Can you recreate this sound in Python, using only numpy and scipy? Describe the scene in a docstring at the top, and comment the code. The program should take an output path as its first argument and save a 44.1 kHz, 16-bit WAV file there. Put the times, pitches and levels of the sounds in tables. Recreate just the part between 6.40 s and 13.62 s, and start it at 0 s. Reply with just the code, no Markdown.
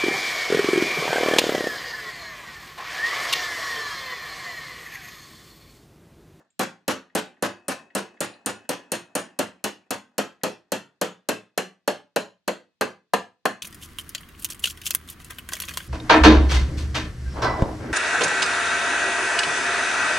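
"""In a small workshop, a hammer bends a thin steel rod over the jaws of a bench vise in an even run of blows.
Each blow bends it a few degrees: a steel tick, a short ping of the rod, a knock of vise and bench,
then a rattle of loose tools. Hits are damped modes and coloured noise bursts; tools chatter and clink between.
The first blows land sideways on the free rod, which whips and pings; the last ones come from above
and drive it onto the jaw. Each sound is heard directly and from the walls, over faint room air."""
import sys
import numpy as np
from scipy import signal
from scipy.fft import rfft, irfft, next_fast_len
from scipy.io import wavfile
from scipy.ndimage import uniform_filter1d

SR = 44100
rng = np.random.default_rng(int(sys.argv[2]) if len(sys.argv) > 2 else 0)


def waveform_to_disk(signal):
    """Save audio, clipped to [-1, 1], as 16-bit WAV at the path in sys.argv[1]."""
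    frames = np.transpose(np.atleast_2d(signal))
    scaled = np.clip(frames, -1, 1) * 32767
    samples = np.round(scaled).astype(np.int16)
    wavfile.write(sys.argv[1], SR, samples)


N = 318402
AGE = np.arange(next_fast_len(int(.6 * SR))) / SR   # seconds since a hit, over the life of one blow
ATTACK = int(.03 * SR)   # samples over which a hit's loudness is set
BEND_DEG_PER_BLOW = 3.012   # the rod's angle from upright sets the character of the next blow

# hammer blows, levels relative: start_s, weight_db, contact_tick_db, rod_ping_db
BLOWS = [(0.193, -9.5, -26, -37.5), (0.479, -7.5, -24, -38.5), (0.75, -9, -25, -31),
         (1.024, -8.5, -26.5, -32), (1.282, -14, -28, -27.5), (1.55, -11, -26.5, -28),
         (1.805, -15, -26, -27.5), (2.06, -13.5, -26.5, -23.5), (2.291, -13.5, -24.5, -31),
         (2.518, -14, -23.5, -26.5), (2.752, -11.5, -24.5, -26.5), (2.989, -8.5, -23, -31.5),
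         (3.24, -12, -22.5, -36.5), (3.506, -13.5, -24.5, -35), (3.78, -9, -22, -42),
         (4.034, -9.5, -22.5, -46), (4.319, -11, -23.5, -38), (4.613, -9, -23, -45),
         (4.887, -8, -22, -40.5), (5.176, -9, -24.5, -43), (5.476, -7, -26, -41), (5.76, -6.5, -26.5, -38),
         (6.077, -9, -28, -38), (6.41, -6, -26.5, -35), (6.735, -5.5, -26.5, -33),
         (7.054, -5.5, -27.5, -34)]
# colour of a bright metallic crack: frequency_hz, relative level_db
CRACK_COLOUR = [(1200, -22), (2200, -7), (2700, 2.5), (3200, -1), (3700, -7.5), (5000, -13.5),
                (9000, -43.5)]


def from_db(db):
    """Decibels to gain."""
    return 10 ** (np.asarray(db) / 20)


def at_hz(points, hz):
    """Read a (frequency, value) table on a log-frequency axis."""
    f, value = np.transpose(points)
    return np.interp(np.log(np.maximum(hz, 1)), np.log(f), value)


def colour(x, points):
    """Filter x by a curve of (frequency_hz, gain_db) points."""
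    size = x.shape[-1]
    hz = np.fft.rfftfreq(size, 1 / SR)
    return irfft(rfft(x) * from_db(at_hz(points, hz)), size)


def noise(points, size):
    """Steady coloured noise of rms 1."""
    x = colour(rng.standard_normal(size), points)
    return x / x.std()


def dying(t60):
    """Exponential decay, 60 dB down after t60 seconds, over the life of one blow."""
    return np.exp(-np.log(1000) * AGE / t60)


def unit(x):
    """Scale to rms 1 over the attack."""
    return x / np.sqrt(np.mean(x[:ATTACK] ** 2) + 1e-20)


def even(x):
    """Spectrum of x with its chance peaks levelled: dense modes overlap and favour no narrow band."""
    spectrum = rfft(x)
    local_power = uniform_filter1d(np.abs(spectrum) ** 2, size=21, axis=-1)
    return spectrum / np.sqrt(local_power + 1e-20)


def add(out, s, x):
    """Mix x into out from time s."""
    i = max(int(s * SR), 0)
    out[i:i + len(x)] += x[:max(len(out) - i, 0)]


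def struck(modes, scatter_db, contact_s, detune):
    """Damped modes of a struck body; strength and pitch vary at random from hit to hit."""
    out = 0
    for k, (hz, db, t60) in enumerate(modes):
        strength, shift = np.clip(rng.standard_normal(2), -1.5, 1.5)
        polarity = (-1) ** (k // 4)   # flips after every four modes
        wave = polarity * np.sin(2 * np.pi * hz * (1 + detune * shift) * AGE)
        out = out + from_db(db + scatter_db * strength) * wave * dying(t60)
    onset = 1 - np.exp(-AGE / contact_s)
    return unit(out * onset)


def crowd(points, t60, contact_s):
    """Modes too many and too damped to tell apart: a short noise burst, cut off at t60."""
    burst = irfft(even(rng.standard_normal(len(AGE)) * dying(t60)), len(AGE))
    onset = 1 - np.exp(-AGE / contact_s)
    return unit(colour(burst, points) * onset * (AGE < t60))


def room_air():
    """Still air of the room: independent quiet noise in the two channels."""
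    # mostly low hush: frequency_hz, relative level_db
    air_colour = [(20, -2), (100, 4.5), (210, 2), (500, -15), (1500, -11.5), (4000, -6), (16000, -36)]
    return from_db(-82) * np.array([noise(air_colour, N), noise(air_colour, N)])


def rod_state(deg):
    """Three shares 0-1 at this angle: how much the rod whips, is hit from above and lies on the jaw."""
    whip = np.exp(-((deg - 18.1) / 17.3) ** 2)   # the free rod whips most around 18 degrees
    # the rod is taken in hand and the blows start to come from above
    overhead = (1 + np.tanh((deg - 56) / 2)) / 2
    # the rod comes to lie on the jaw
    seated = (1 + np.tanh((deg - 69.3) / 2.5)) / 2
    return whip, overhead, seated


def shaking():
    """Gain of the chatter: each blow shakes the bench, most when the rod whips, and it dies away."""
    out = np.zeros(N)
    add(out, 0, from_db(-52) * dying(.16))   # tools still settling at the start
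    for k, (s, *_) in enumerate(BLOWS):
        whip, overhead, _ = rod_state(k * BEND_DEG_PER_BLOW)
        level_db = -63 + 14.5 * whip - 11 * overhead
        add(out, s, from_db(level_db) * dying(.96))
    return out


def chatter(per_s, touch_t60):
    """Hanging tools tap against each other while the bench shakes: noise driven by random taps."""
    # colour of the taps: frequency_hz, relative level_db
    chatter_colour = [(100, -17.5), (230, 7), (450, 3.5), (750, 4), (1300, -5), (1800, 0), (2350, -21),
                      (2560, -10.5), (2800, -19), (3700, -25), (7000, -21.5), (14000, -44.5)]
    taps = (rng.random(N) < per_s / SR) * rng.exponential(1, N)
    # energy decays twice as fast in dB as the amplitude taken from it
    energy = np.abs(signal.fftconvolve(taps, dying(touch_t60 / 2))[:N])
    x = colour(rng.standard_normal(N) * np.sqrt(energy), chatter_colour)
    return shaking() * x / x.std()


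def clinks(t60):
    """Light metal touches: a tiny click and a few close, quickly damped modes."""
    # loose things touching between the blows: start_s, peak level_db before the echo, nominal pitch_hz
    touches = [(.103, -59, 7500), (.699, -52, 1900), (.968, -56, 1900), (1.503, -48, 1900),
               (1.771, -48, 1900), (1.938, -45, 4200), (2.251, -50, 1700), (2.885, -49, 1800),
               (3.191, -60, 2400), (3.435, -62, 2400), (4.013, -51, 1900)]
    out = np.zeros(N)
    for s, db, hz in touches:
        modes = [(hz * .91, -4, t60), (hz, 0, t60), (hz * 1.1, -6, t60)]
        x = struck(modes, scatter_db=2, contact_s=.002, detune=.005)
        x = x + from_db(-10) * crowd(CRACK_COLOUR, t60=.025, contact_s=.001)
        add(out, s, from_db(db) * x / np.abs(x).max())
    return out


def response(deg, weight_db, tick_db, ping_db):
    """How a blow is shared out: side blows shake bench and tools, blows from above go into the vise."""
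    whip, overhead, seated = rod_state(deg)
    return dict(
        buzz_t60=.13 + .056 * whip - .048 * overhead - .035 * seated,
        rocking_db=-16.5 + 2 * whip - 1.5 * overhead,   # relative to the thud
        # the bench follows only a share of the weight
        thud=.61 * weight_db - 20.5 - .0575 * deg - 2 * overhead,
        knock=weight_db - 19.5 + 3.5 * overhead - 3 * seated,
        ring=weight_db - 21 - 3.5 * overhead,
        clack=weight_db - 19 + overhead + 1.5 * seated,
        clank=tick_db - 17 + 5 * overhead,
        ping=ping_db - 6 - 7.5 * overhead,   # the hand on the rod damps it
        tick=tick_db - 7 + 1.67 * overhead,
        loose=-28 - .2617 * deg - 2.5 * overhead)


def steel_contact(tick, ping, clank):
    """Steel meets steel: a bright tick, the high modes of the rod and a clank of the hammer head."""
    # contact tick: frequency_hz, relative level_db
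    tick_colour = [(1500, -9), (3500, -11.5), (5000, -2), (6400, 2.5), (8000, -0.5), (9800, -2.5),
                   (11500, 2), (13000, -2), (15000, -16), (17000, -17.5)]
    # rod and jaw plates: pitch_hz, relative level_db, t60_s
    rod = [(6790, -9, .03), (6960, -8, .04), (7910, -10, .05), (8320, -8, .04), (9060, -4, .025),
           (9155, 0, .055)]
    # hammer head: pitch_hz, relative level_db, t60_s
    head = [(4150, -2, .025), (4250, 0, .03), (4360, -2, .03)]
    # jaw plates, with a faint ring of steel tools nearby: pitch_hz, relative level_db, t60_s
    tools = [(1780, -2, .05), (1949, -40, 1.0), (2552, -34, .7), (2650, 4, .06), (2945, -1, .07),
             (3451, -33, .5)]
    out = np.zeros(len(AGE))
    add(out, 0, from_db(tick - 1.5) * crowd(tick_colour, t60=.036, contact_s=.0005))
    add(out, 0, from_db(ping) * struck(rod, scatter_db=1.5, contact_s=.0003, detune=.002))
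    add(out, .001, from_db(clank) * struck(head, scatter_db=0, contact_s=.0012, detune=.02))
    add(out, 0, from_db(tick - 14.5) * struck(tools, scatter_db=3, contact_s=.002, detune=.002))
    return out


def vise_knock(buzz_t60, tick, clack, knock, ring):
    """The jaws crack and clack and the heavy vise knocks in dense bursts; its few low modes ring."""
    # clack of the jaws: frequency_hz, relative level_db
    clack_colour = [(120, -49.5), (450, -21), (800, 1), (1200, -4), (1700, -2.5), (2100, -11), (3500, -26),
                    (9000, -45)]
    # low knock of the vise: frequency_hz, relative level_db
    knock_colour = [(50, -53.5), (150, -21.5), (280, -10.5), (450, 3.5), (600, 5), (760, -7), (1100, -22.5),
                    (3000, -54)]
    # vise on its mount: pitch_hz, relative level_db, t60_s
    vise = [(435.4, -15, 0.17), (509, -5.5, 0.1), (585, 10, 0.025), (749.6, -9.5, 0.075), (1176, -2, 0.028)]
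    out = np.zeros(len(AGE))
    # the crack grows with both the hardness and the weight of the blow
    crack = (clack + tick) / 2 - 6.5
    add(out, .0005, from_db(crack) * crowd(CRACK_COLOUR, t60=buzz_t60, contact_s=.0026))
    add(out, .0007, from_db(clack - 2) * crowd(clack_colour, t60=buzz_t60, contact_s=.002))
    add(out, .001, from_db(knock) * crowd(knock_colour, t60=buzz_t60, contact_s=.00074))
    add(out, .0015, from_db(ring) * struck(vise, scatter_db=4, contact_s=.016, detune=.03))
    return out


def bench_thud(thud, rocking_db):
    """The wooden top thuds in its low modes while the whole bench rocks lower still."""
    # wooden bench top: pitch_hz, relative level_db, t60_s
    bench = [(172, -15.5, 0.31), (196.1, 3.5, 0.13), (211.9, 1.5, 0.13), (250.5, 5, 0.1),
             (284.1, -4.5, 0.16), (308.7, 0.5, 0.15), (353.6, -5.5, 0.25), (414, -7, 0.067)]
    # the whole bench rocking: pitch_hz, relative level_db, t60_s
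    rocking = [(85.7, -11.5, 0.32), (110.9, -2, 0.26), (132.1, -1, 0.19)]
    out = np.zeros(len(AGE))
    add(out, .001, from_db(thud - 2.5) * struck(bench, scatter_db=.5, contact_s=.0078, detune=.025))
    add(out, .001, from_db(thud + rocking_db) * struck(rocking, scatter_db=1.4, contact_s=.001, detune=.034))
    return out


def rattle(flight_s, spread_s, touch_t60, count=30):
    """Loose tools jump with the blow and land in a flurry of small touches."""
    # colour of the landing tools: frequency_hz, relative level_db
    rattle_colour = [(60, -36), (300, -11.5), (700, 14), (1700, 12.5), (2400, 5), (5000, 1), (7000, 1.5),
                     (9500, -6), (12000, -4.5), (16000, -39)]
    energy = np.zeros(len(AGE))
    for when, size in rng.uniform(-.91, 1, (count, 2)):
        add(energy, flight_s + spread_s * when, from_db(4.2 * size) * dying(touch_t60 / 2))
    x = colour(rng.standard_normal(len(AGE)) * np.sqrt(energy), rattle_colour)
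    return x / np.sqrt(np.sum(x ** 2) / ATTACK)


def blow(buzz_t60, rocking_db, thud, knock, ring, clack, clank, ping, tick, loose):
    """The steel contact sounds first; vise and bench follow within milliseconds, then loose tools."""
    out = steel_contact(tick, ping, clank)
    out = out + vise_knock(buzz_t60, tick, clack, knock, ring)
    out = out + bench_thud(thud, rocking_db)
    return out + from_db(loose) * rattle(flight_s=.024, spread_s=.018, touch_t60=.057)


def overtones(deg, weight_db):
    """A hanging tool sings while the whipping rod shakes the bench; at the end the rod slaps on the jaw."""
    # hanging steel tool: pitch_hz, relative level_db, t60_s
    hanging_tool = [(2510, 0, .9), (2585, 1, .9), (2945, -7, .7)]
    # rod pressed flat on the jaw: pitch_hz, relative level_db, t60_s
    jaw = [(770, -1, .04), (1055, 2.5, .04), (1184, 1, .04), (1460, -2.5, .03), (1826, -7, .03)]
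    whip, _, seated = rod_state(deg)
    chime = from_db(-60.5) * struck(hanging_tool, scatter_db=4, contact_s=.02, detune=.001)
    slap = from_db(weight_db - 19.5) * struck(jaw, scatter_db=1, contact_s=.0013, detune=.027)
    return whip ** 2 * chime + seated * slap


def sparkle(x, top_db):
    """Raise or lower the highest treble: a slope from 8.5 kHz, full from 14 kHz."""
    padded = np.pad(x, ATTACK)   # keeps the filter from wrapping round the ends
    return colour(padded, [(8500, 0), (14000, top_db)])[ATTACK:-ATTACK]


def workshop(x, near, first_s=.0012, build_s=.001):
    """Add the stereo echo of the small room: reflections thicken, then die band by band."""
    # what the walls give back: frequency_hz, level_db
    wall_colour = [(80, -7), (200, -4.5), (500, -10.5), (1000, -7.5), (2000, -5.5), (4500, -4),
                   (7000, -4.5), (10000, -8.5), (15000, -19.5)]
    # how long the room rings: frequency_hz, t60_s
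    room_t60 = [(100, .3), (500, .26), (2000, .26), (5000, .23), (9000, .19), (15000, .13)]
    # strength of the sideways reflections: frequency_hz, level_db
    sideways = [(120, -11), (280, -3), (600, -1.5), (1500, 0), (4000, 0), (8000, -7), (14000, -13)]
    size = len(AGE)
    hz = np.fft.rfftfreq(size, 1 / SR)
    centres = np.geomspace(100, 16000, 7)
    white = rfft(rng.standard_normal((2, size)))
    tail = 0
    for centre, one_band in zip(centres, np.eye(len(centres))):
        band = irfft(white * at_hz(np.c_[centres, one_band], hz), size)
        tail = tail + band * dying(at_hz(room_t60, centre))
    swell = 1 - np.exp(-np.maximum(AGE - first_s, 0) / build_s)
    mid, side = irfft(even(tail * swell) * from_db(at_hz(wall_colour, hz)), size)
    side = colour(from_db(-7.5) * side + from_db(-7) * near, sideways)
    walls = np.array([mid + side, mid - side]) * (AGE < .35)
    return x + signal.fftconvolve(x[None], walls, axes=-1)[:, :len(x)]


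def hammering(near):
    """The run of blows, each with its own freshly drawn diffuse room echo."""
    out = np.zeros((2, N))
    for k, (s, weight_db, tick_db, ping_db) in enumerate(BLOWS):
        deg = k * BEND_DEG_PER_BLOW
        hit = blow(**response(deg, weight_db, tick_db, ping_db))
        hit = hit + overtones(deg, weight_db)
        # the highest treble dulls as the rod leans over
        hit = sparkle(hit, top_db=.5 - .0458 * deg)
        for channel, x in zip(out, workshop(hit, near)):
            add(channel, s, x)
    return out


def near_reflections():
    """The shelf and the near wall answer within milliseconds: a short, dense burst for the sides."""
    burst = rng.standard_normal(len(AGE)) * dying(.02) * (AGE > .0015)
    return irfft(even(burst), len(AGE))


def scene():
    """Everything on the bench, heard directly and from the walls, over still room air."""
    near = near_reflections()
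    touches = clinks(t60=.03) + chatter(per_s=400, touch_t60=.05)
    air = room_air()
    return hammering(near) + workshop(touches, near) + air


def record(dry):
    """The two microphones differ a little in colour; deep bass and the top are cut."""
    # microphone pair: frequency_hz, left_minus_right_db
    balance = [(60, -6.5), (170, 0.8), (350, -1.5), (700, 0.5), (1400, 0.5), (2800, 1), (5600, 0.8),
               (12000, 0.2)]
    pair = []
    for x, sign in zip(dry, (1, -1)):
        pair.append(colour(x, [(hz, sign * db / 2) for hz, db in balance]))
    bass_cut = signal.butter(2, 103, "high", fs=SR, output="sos")
    top_cut = signal.ellip(10, .1, 90, 16300, fs=SR, output="sos")
    return signal.sosfilt(top_cut, signal.sosfilt(bass_cut, pair))


dry = scene()
out = record(dry)
waveform_to_disk(out)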